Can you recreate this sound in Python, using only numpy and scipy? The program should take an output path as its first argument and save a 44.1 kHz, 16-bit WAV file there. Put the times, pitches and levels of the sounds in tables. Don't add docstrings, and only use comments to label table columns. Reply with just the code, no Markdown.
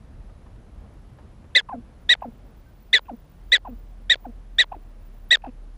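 import sys
import numpy as np
from scipy import signal
from scipy.fft import rfft, irfft, next_fast_len
from scipy.io import wavfile
from scipy.ndimage import uniform_filter1d, map_coordinates

SR = 44100
rng = np.random.default_rng(int(sys.argv[2]) if len(sys.argv) > 2 else 0)


def to_wav(sig):
    pcm = np.clip(np.atleast_2d(sig), -1, 1) * 32767
    pcm = np.round(pcm).astype(np.int16)
    wavfile.write(sys.argv[1], SR, pcm.T)


def invert_db(level):
    return 10 ** (np.asarray(level, dtype=float) / 20)


N = 254456
TIME = np.arange(N) / SR


def unit(x):
    return x / np.sqrt(np.mean(x ** 2) + 1e-20)


def along(points, hz):
    f, v = np.transpose(points)
    return np.interp(np.log(hz + 1), np.log(f + 1), v)


def wobble(rate, count=N):
    knots = rng.standard_normal(int(count * rate / SR) + 4)
    return map_coordinates(knots, [np.arange(count) * rate / SR])


def filtered(x, response):
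    m = next_fast_len(len(x) + 8192)
    return irfft(rfft(x, m) * response(np.fft.rfftfreq(m, 1 / SR)), m)[:len(x)]


def causal(spectrum):
    cepstrum = irfft(np.log(invert_db(along(spectrum, np.fft.rfftfreq(2048, 1 / SR)))))
    cepstrum[1:1024] *= 2
    cepstrum[1025:] = 0
    return irfft(np.exp(rfft(cepstrum)))


def modes(table):
    return lambda f: sum(invert_db(db) * (1j * f * w / (c * c - f * f + 1j * f * w)) ** 2 for c, w, db in table)


def turn(hz):
    return 2 * np.pi * np.cumsum(hz) / SR


def tone(hz):
    return np.sqrt(2) * np.sin(turn(hz))


def call(rows, tail=0.0074):
    s, *cols = np.transpose(rows)
    t = np.arange(s[0], s[-1] + tail, 1 / SR)
    gate = np.clip((t - s[0]) / .001, 0, 1) * np.clip((s[-1] + .002 - t) / .002, 0, 1)
    return round(s[0] * SR), t - s[0], [np.interp(t, s, c) for c in cols], gate


def add(out, start, x):
    out[start:start + len(x)] += x[:len(out) - start]


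def bursts(events, response, rise, t60, gain_db):
    t, out = np.arange(3000) / SR, np.zeros(N)
    envelope = invert_db(-60 * t / t60) * (1 - np.exp(-t / rise)) ** 2
    for s, db in events:
        puff = filtered(envelope * rng.standard_normal(len(t)), response)
        add(out, round(s * SR), invert_db(db + gain_db) * puff / np.max(np.abs(puff)))
    return out


def rush(spectrum, patchy_db):
    z = signal.stft(rng.standard_normal(N), nperseg=512)[2]
    field = uniform_filter1d(rng.standard_normal(z.shape), size=6, axis=0)
    field = uniform_filter1d(field, size=12, axis=1)
    x = signal.istft(z * invert_db(patchy_db * unit(field)), nperseg=512)[1][:N]
    return filtered(x, lambda hz: invert_db(along(spectrum, hz)))


def breeze():
    # t/s, level/dB
    wind = [
        (0.0, -50),
        (2.54, -53),
        (2.84, -57),
        (3.49, -55),
        (5.16, -55.5),
        (5.37, -55),
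        (5.77, -56.5),
    ]
    # f/Hz, level/dB per Hz
    buffeting = [(13, -43.5), (22, -6.5), (38, 3), (81, -1.5), (183, -13.5), (216, -16.5), (300, -30),
                 (390, -51), (660, -120)]
    # f/Hz, level/dB per Hz
    grass = [(120, -27.5), (200, 2), (395, -6), (591, -7.5), (645, -8.5), (1210, -16.5), (2040, -24),
             (8110, -41), (10000, -41.5), (13000, -49)]
    # t/s, peak level/dB
    brushes = [
        (0.118, -67),
        (0.292, -52),
        (0.46, -51),
        (0.841, -52.5),
        (1.184, -46),
        (1.439, -51),
    ]
    s, rumble_db = np.transpose(wind)
    grass_db = -67 + .5 * (rumble_db - rumble_db.mean())
    rumble_gain = invert_db(np.interp(TIME, s, rumble_db) + 6.0 + 0.33 * wobble(1.9))
    rumble = rumble_gain * unit(rush(buffeting, patchy_db=0.72))
    hiss = invert_db(-51) * unit(rush(grass + [(13100, -66)], patchy_db=.6))
    low = filtered(hiss, lambda hz: 1 / (1 + (hz / 2500) ** 2))
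    gusts = invert_db(np.interp(TIME, s, grass_db) + 60 + .8 * wobble(8))
    leaves = bursts(brushes, modes([(600, 500, 0), (900, 600, -3)]), .002, .07, 3)
    return rumble + hiss - low + gusts * low + leaves


def whine():
    frame = (60 * TIME) % 1
    fuzz = unit(filtered(rng.standard_normal(N), lambda f: np.exp(-(f / 160) ** 2)))
    return invert_db(-83.5 - 9 * frame) * (1.2 + fuzz) * tone(10100 + 250 * (frame - .5) + 80 * wobble(30))


def swells(events, brisk=1):
    rise_db_per_s, fade_db_per_s = 300, 150
    slopes = [db + brisk * np.minimum(rise_db_per_s * (TIME - s), fade_db_per_s * (s - TIME)) for s, db in events]
    return invert_db(np.max(slopes, axis=0))


def insects():
    # t/s, peak level/dB
    ticks = [
        (0.745, -71.5),
        (0.805, -67),
        (0.9406, -64.5),
        (0.994, -65),
        (1.0189, -73),
        (1.0728, -66),
        (1.0997, -68),
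        (1.1295, -70),
        (1.1745, -66),
        (1.202, -70),
    ]
    # t/s, peak level/dB
    near_swells = [(2.02, -75), (2.12, -75), (2.23, -71), (2.35, -74), (2.47, -76), (2.58, -70), (2.7, -67),
                   (2.82, -67.5), (2.93, -71), (3.01, -64), (3.16, -63), (3.32, -66), (3.49, -66),
                   (3.68, -66), (3.78, -69.5), (3.9, -74), (4.02, -76.5), (4.21, -66), (4.3, -76),
                   (4.55, -69), (4.65, -70.5), (4.74, -69), (4.83, -76), (5.05, -68.5), (5.14, -67.5),
                   (5.22, -71.5), (5.31, -65.5), (5.42, -78)]
    # t/s, peak level/dB
    second_swells = [
        (4.21, -80),
        (4.28, -79),
        (4.83, -74.5),
        (4.89, -76),
        (4.95, -78),
    ]
    # t/s, wing beat f/Hz, level/dB
    fly_path = [
        (3.12, 172.5, -70),
        (3.232, 153.6, -57),
        (3.314, 154.4, -57.5),
        (3.364, 169, -54),
        (3.419, 169.3, -66),
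    ]
    roughness = unit(filtered(rng.standard_normal(N), lambda f: 1 / (1 + (f / 55) ** 3)))
    scrape = unit(.7 + roughness)
    first = swells(near_swells) * tone(14900 - 37 * TIME)
    second = swells(second_swells, brisk=2) * tone(15190 + 0 * TIME)
    s, hz, db = np.transpose(fly_path)
    fly = invert_db(np.interp(TIME, s, db, left=-130, right=-130)) * tone(np.interp(TIME, s, hz))
    grasshopper = bursts(ticks, modes([(11600, 1300, 0)]), .0003, .007, 0)
    return scrape * (first + second) + fly + grasshopper


def bark_rows(s, top_hz, top_s, give_s, slack_s):
    extra_hz = top_hz - 1972.6
    length = .0535 + 6.5e-5 * extra_hz
    sag_hz_per_s, shut_s = 5500, .008
    return [(s, 1610), (s + .0027, 1740), (s + .0072, 1880), (s + top_s, top_hz),
            (s + give_s, top_hz - sag_hz_per_s * (give_s - top_s)),
            (s + slack_s, 1750 + .4 * extra_hz),
            (s + max(length - shut_s, slack_s + 0.0013), 1680), (s + length, 1570)]


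def barks():
    # start t/s, top f/Hz, top after t/s, gives way after t/s, slack after t/s
    bark_table = [
        (1.55, 2030, .0095, .0205, .031),
        (2.091, 1975, .020, .040, .045),
        (2.9295, 2035, .0095, .0185, .031),
        (3.5185, 1995, .016, .029, .036),
        (4.097, 1945, .017, .026, .0315),
        (4.5835, 1970, .019, .0265, .0345),
        (5.307, 1975, .016, .040, .047),
    ]
    flutters = [515, 610, 470, 520, 630, 560, 605]
    # f/Hz, level/dB
    throat_curve = [(150, -28.5), (300, -17), (700, -11.5), (1050, -18.5), (1350, -30.5), (2000, 1),
                    (2600, -3), (3700, -5.5), (4500, -5.5), (5300, -26.5), (7600, -21), (8600, -49),
                    (10000, -34.5), (14500, -78)]
    # f/Hz, level/dB
    effort = [(1560, -53), (1660, -32), (1700, -25), (1750, -22), (1860, -17.5), (1950, -13.5), (2040, -10)]
    # f/Hz, level/dB
    octave_curve = [(3300, 0), (3450, 2), (3700, 2.5), (3900, -2), (4080, -11.5)]
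    # t/s, peak level/dB
    smacks = [
        (1.609, -29),
        (2.15, -25),
        (2.991, -23.5),
        (3.579, -32),
        (4.155, -22.5),
        (4.64, -25.5),
        (5.369, -28),
    ]
    # f/Hz, width/Hz, level/dB
    lips = [(720, 800, 3.5), (1779.6, 430, -2), (3500, 1500, -7.5)]
    out, throat = np.zeros(N), causal(throat_curve)
    for bark, flutter_hz in zip(bark_table, flutters):
        rows = bark_rows(*bark)
        start, age, (hz,), gate = call(rows)
        n = len(age)
        hz = hz * (1 + .008 * wobble(220, count=n))

        crack = np.exp(-((age - bark[2]) / .0018) ** 2)
        db = along(effort, hz)
        octave_db = along(octave_curve, 2 * hz) - 9 * crack
        octave_db += 7 * np.exp(-age / .009)
        hz, db = hz + 35 * crack, db - 9 / 4 * crack

        strain, limp = np.clip((hz - 1910) / 90, 0, 1), np.clip((1790 - hz) / 120, 0, 1)
        flutter_db = -22 + 7.5 * strain + 14 * limp + 4 * wobble(200, count=n)
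        weak = np.minimum(np.max(db) - db, 25) * (age > .01)

        closing = np.clip(1 - (rows[-1][0] - rows[0][0] - age) / .007, 0, 1)
        hz = hz * (1 - .14 * closing)
        db = db + 5 * np.sin(np.pi * closing)
        phase = turn(hz * (1 + .004 * (1 + weak / 5) * wobble(600, count=n)))
        slow_hz = flutter_hz * (1 + .1 * wobble(150, count=n))
        slow = turn(slow_hz)

        def shake(depth_db):
            return invert_db(depth_db * wobble(520, count=n))

        rasp_db = .7 + np.minimum(.25 * weak, 2.8)
        note = shake(rasp_db) * np.cos(phase)
        note += invert_db(octave_db) * shake(rasp_db) * np.cos(2 * phase - 2 * np.exp(-age / .015))
        for k in range(3, 8):
            blur = .055 * k * k * wobble(900, count=n)
            note += invert_db(along(throat_curve, k * hz)) * shake(3.8) * np.cos(k * phase + blur)
        for k in range(6):
            for side in (1, -1)[:1 + (k > 0)]:
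                colour_db = along(throat_curve, k * hz + side * slow_hz) - along(throat_curve, hz + slow_hz)
                line_db = flutter_db + colour_db - 3 * (k > 1) - 4 * (k > 2)
                note += invert_db(line_db) * shake(3) * np.cos(k * phase + side * slow)

        breath_gain = invert_db(db - 10.5 + .4 * weak + 6 * closing) * gate
        breath = breath_gain * (2 + np.cos(phase)) * rng.standard_normal(n)
        breath = signal.fftconvolve(breath, throat)[:n]
        chest = invert_db(db - 15.5 + .5 * weak) * gate * (0.8 + np.cos(slow)) * rng.standard_normal(n)
        add(out, start, filtered(chest, modes([(487, 450, 4), (864, 290, -4.5)])))
        add(out, start, np.sqrt(2) * invert_db(db) * gate * note)
        add(out, start, filtered(breath, lambda f: 1 / (1 + 0.39 * (f > 4400))))

    leaks = [(bark[0] - .0028, -35) for bark in bark_table]
    leak = bursts(leaks, modes([(2000, 1200, 0), (3500, 1100, -2)]), .0007, .03, 0)
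    smack = bursts(smacks, lambda f: modes(lips)(f) / (1 + (f / 5500) ** 4), .0008, .009, -4)
    return out + leak + smack


def in_breaths():
    # start t/s, length t/s, from f/Hz, to f/Hz, level/dB
    swoops = [
        (1.6847, 0.013, 1490, 820, -30),
        (1.715, .029, 1058, 691, -30),
        (2.218, 0.0078, 1330, 702, -29.5),
        (3.08, .032, 1400, 589, -33),
        (3.647, 0.0087, 1300, 665, -34.5),
        (4.243, .026, 1230, 615, -34),
        (4.715, 0.012, 1200, 682, -29),
        (5.437, 0.0095, 1160, 690, -31.5),
    ]
    # start t/s, length t/s, from f/Hz, to f/Hz, level/dB
    glides = [
        (1.697, 0.022, 1066, 1004, -31),
        (1.745, .014, 736, 590, -37.5),
        (2.222, 0.035, 1081, 590, -33.5),
        (3.651, 0.033, 1078, 615, -34.5),
        (4.726, .029, 1087, 620, -36.5),
        (5.447, 0.027, 997, 568, -35),
    ]
    # f/Hz, level/dB
    pipe = [(550, -3), (680, -5.5), (780, 1.5), (900, -5.5), (1050, -5), (1300, -16)]
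    # start t/s, length t/s, f/Hz, first knock level/dB, swell level/dB
    grunts = [
        (1.736, 0.077, 235.6, -34, -35),
        (2.251, 0.055, 238.6, -35, -34.5),
        (3.109, 0.048, 232.4, -36, -33),
        (3.684, 0.074, 242, -37.5, -37.5),
        (4.262, 0.053, 240, -37.5, -37.5),
        (4.76, 0.032, 294, -40, -51),
        (5.468, 0.036, 260.6, -35, -33.5),
    ]
    # t/s, peak level/dB
    sniffs = [(1.6886, -45), (1.7225, -80), (2.2069, -50), (2.2233, -46.5), (3.0535, -53), (3.0654, -49.5),
              (3.0929, -49), (3.6511, -53), (3.6711, -50.5), (3.691, -57), (4.2532, -58), (4.7202, -45.5),
              (4.7471, -52.5), (5.4186, -49.5), (5.442, -42.5), (5.463, -48), (5.4764, -49),
              (5.4884, -51.5)]
    # f/Hz, width/Hz, level/dB
    nose = [(2565, 400, -17), (1564, 610, -18)]
    out, air = np.zeros(N), np.zeros(N)
    whistles = [(*w, .5) for w in swoops] + [(*w, 1.6) for w in glides]
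    for s, length, from_hz, to_hz, db, bend in whistles:
        start, age, (done,), gate = call([(s, 0), (s + length, 1)])
        n = len(age)
        hz = from_hz + (to_hz - from_hz) * done ** bend
        db = db + along(pipe, hz) + 1.5 * wobble(150, count=n)
        rise_s = .0018 + .3 * length * (bend < 1)
        gate = gate * np.clip(age / rise_s, 0, 1) * np.clip((length - age) / .0018 + 1, 0, 1)
        phase = turn(hz * (1 + .012 * wobble(300, count=n)))
        second = invert_db(-26.5 - (hz - 780) / 25 + 4 * wobble(250, count=n)) * np.cos(2 * phase)
        third = invert_db(-33 - abs(hz - 850) / 20) * np.sin(3 * phase)
        add(out, start, np.sqrt(2) * invert_db(db) * gate * (np.sin(phase) + second + third))
        add(air, start, invert_db(db - 16) * gate * rng.standard_normal(n))

    knock_s, sharp, edge_db = .0075, 1.14, -16
    for s, length, hz, knock_db, swell_db in grunts:
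        rows = [(s, sharp * hz, knock_db + edge_db),
                (s + knock_s, sharp * hz, knock_db),
                (s + .34 * length, hz, min(knock_db, swell_db) - 5),
                (s + .66 * length, hz, swell_db),
                (s + length, hz, swell_db + edge_db)]
        start, age, (hz, db), gate = call(rows)
        phase = turn(hz * (1 + 0.04 * wobble(177, count=len(age))))
        pulses = sum(invert_db(-9 * k - 160 * age * (k > 0)) * np.cos((k + 1) * phase - 1.13 * k) for k in range(5))
        add(out, start, np.sqrt(2) * invert_db(db) * gate * pulses)
        add(air, start, invert_db(db - 22) * gate * (1 + np.cos(phase)) ** 2 * rng.standard_normal(len(age)))
    return out + filtered(air, modes(nose)) + bursts(sniffs, modes(nose), 0.00096, 0.028, 0)


def aircraft():
    # t/s, f/Hz, level/dB
    drone = [(2.0, 43.24, -60), (2.03, 42.25, -50.5), (2.61, 45.06, -49.5), (2.65, 44.97, -55),
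             (3.12, 44.63, -46), (3.25, 42.32, -59), (3.46, 42.7, -41), (3.94, 40.07, -41),
             (4.51, 39.78, -41), (5.03, 35.21, -42.5), (5.77, 36.27, -40)]
    s, hz, db = np.transpose(drone)
    phase = turn(np.interp(TIME, s, hz))
    level = np.interp(TIME, s, db, left=-80)
    fundamental = invert_db(0.46 * wobble(4)) * np.sin(phase)
    octave = invert_db(-25 + 3 * wobble(3.3)) * np.sin(2 * phase)
    return np.sqrt(2) * invert_db(level) * (fundamental + octave)


def neighbour():
    # t/s, f/Hz, level/dB, half length t/s
    chirp = (2.68, 1550, -62, .022)
    s, hz, db, half = chirp
    return invert_db(db) * np.exp(-((TIME - s) / half) ** 2) * np.sin(2 * np.pi * hz * TIME)


def burrow_echo(voice):
    t = np.arange(3000) / SR
    wall = invert_db(-60 * t / 0.036) * rng.standard_normal(len(t)) * (t > .002)
    return invert_db(-42) * signal.fftconvolve(voice, wall / np.linalg.norm(wall))[:N]


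def duck(loud):
    depth_db, hold_s, release_s = 5.5, .02, .04
    over = np.sqrt(np.abs(uniform_filter1d(loud ** 2, size=200))) > invert_db(-24)
    t = np.arange(8000) / SR
    held = np.minimum(signal.fftconvolve(over, t < hold_s)[:N] / (.006 * SR), 1)
    fading = signal.fftconvolve(held, np.exp(-t / release_s) / (release_s * SR))[:N]
    return invert_db(-depth_db * np.maximum(held, 1.2 * fading))


def scene():
    voice = barks() + in_breaths()
    background = breeze() + aircraft() + insects() + whine() + neighbour()
    return (voice + burrow_echo(voice) + duck(voice) * background)[None]


def low_pass(x):
    return signal.sosfilt(signal.butter(12, 15350, fs=SR, output="sos"), x)


def record(dry):
    return low_pass(dry)


dry = scene()
out = record(dry)
to_wav(out)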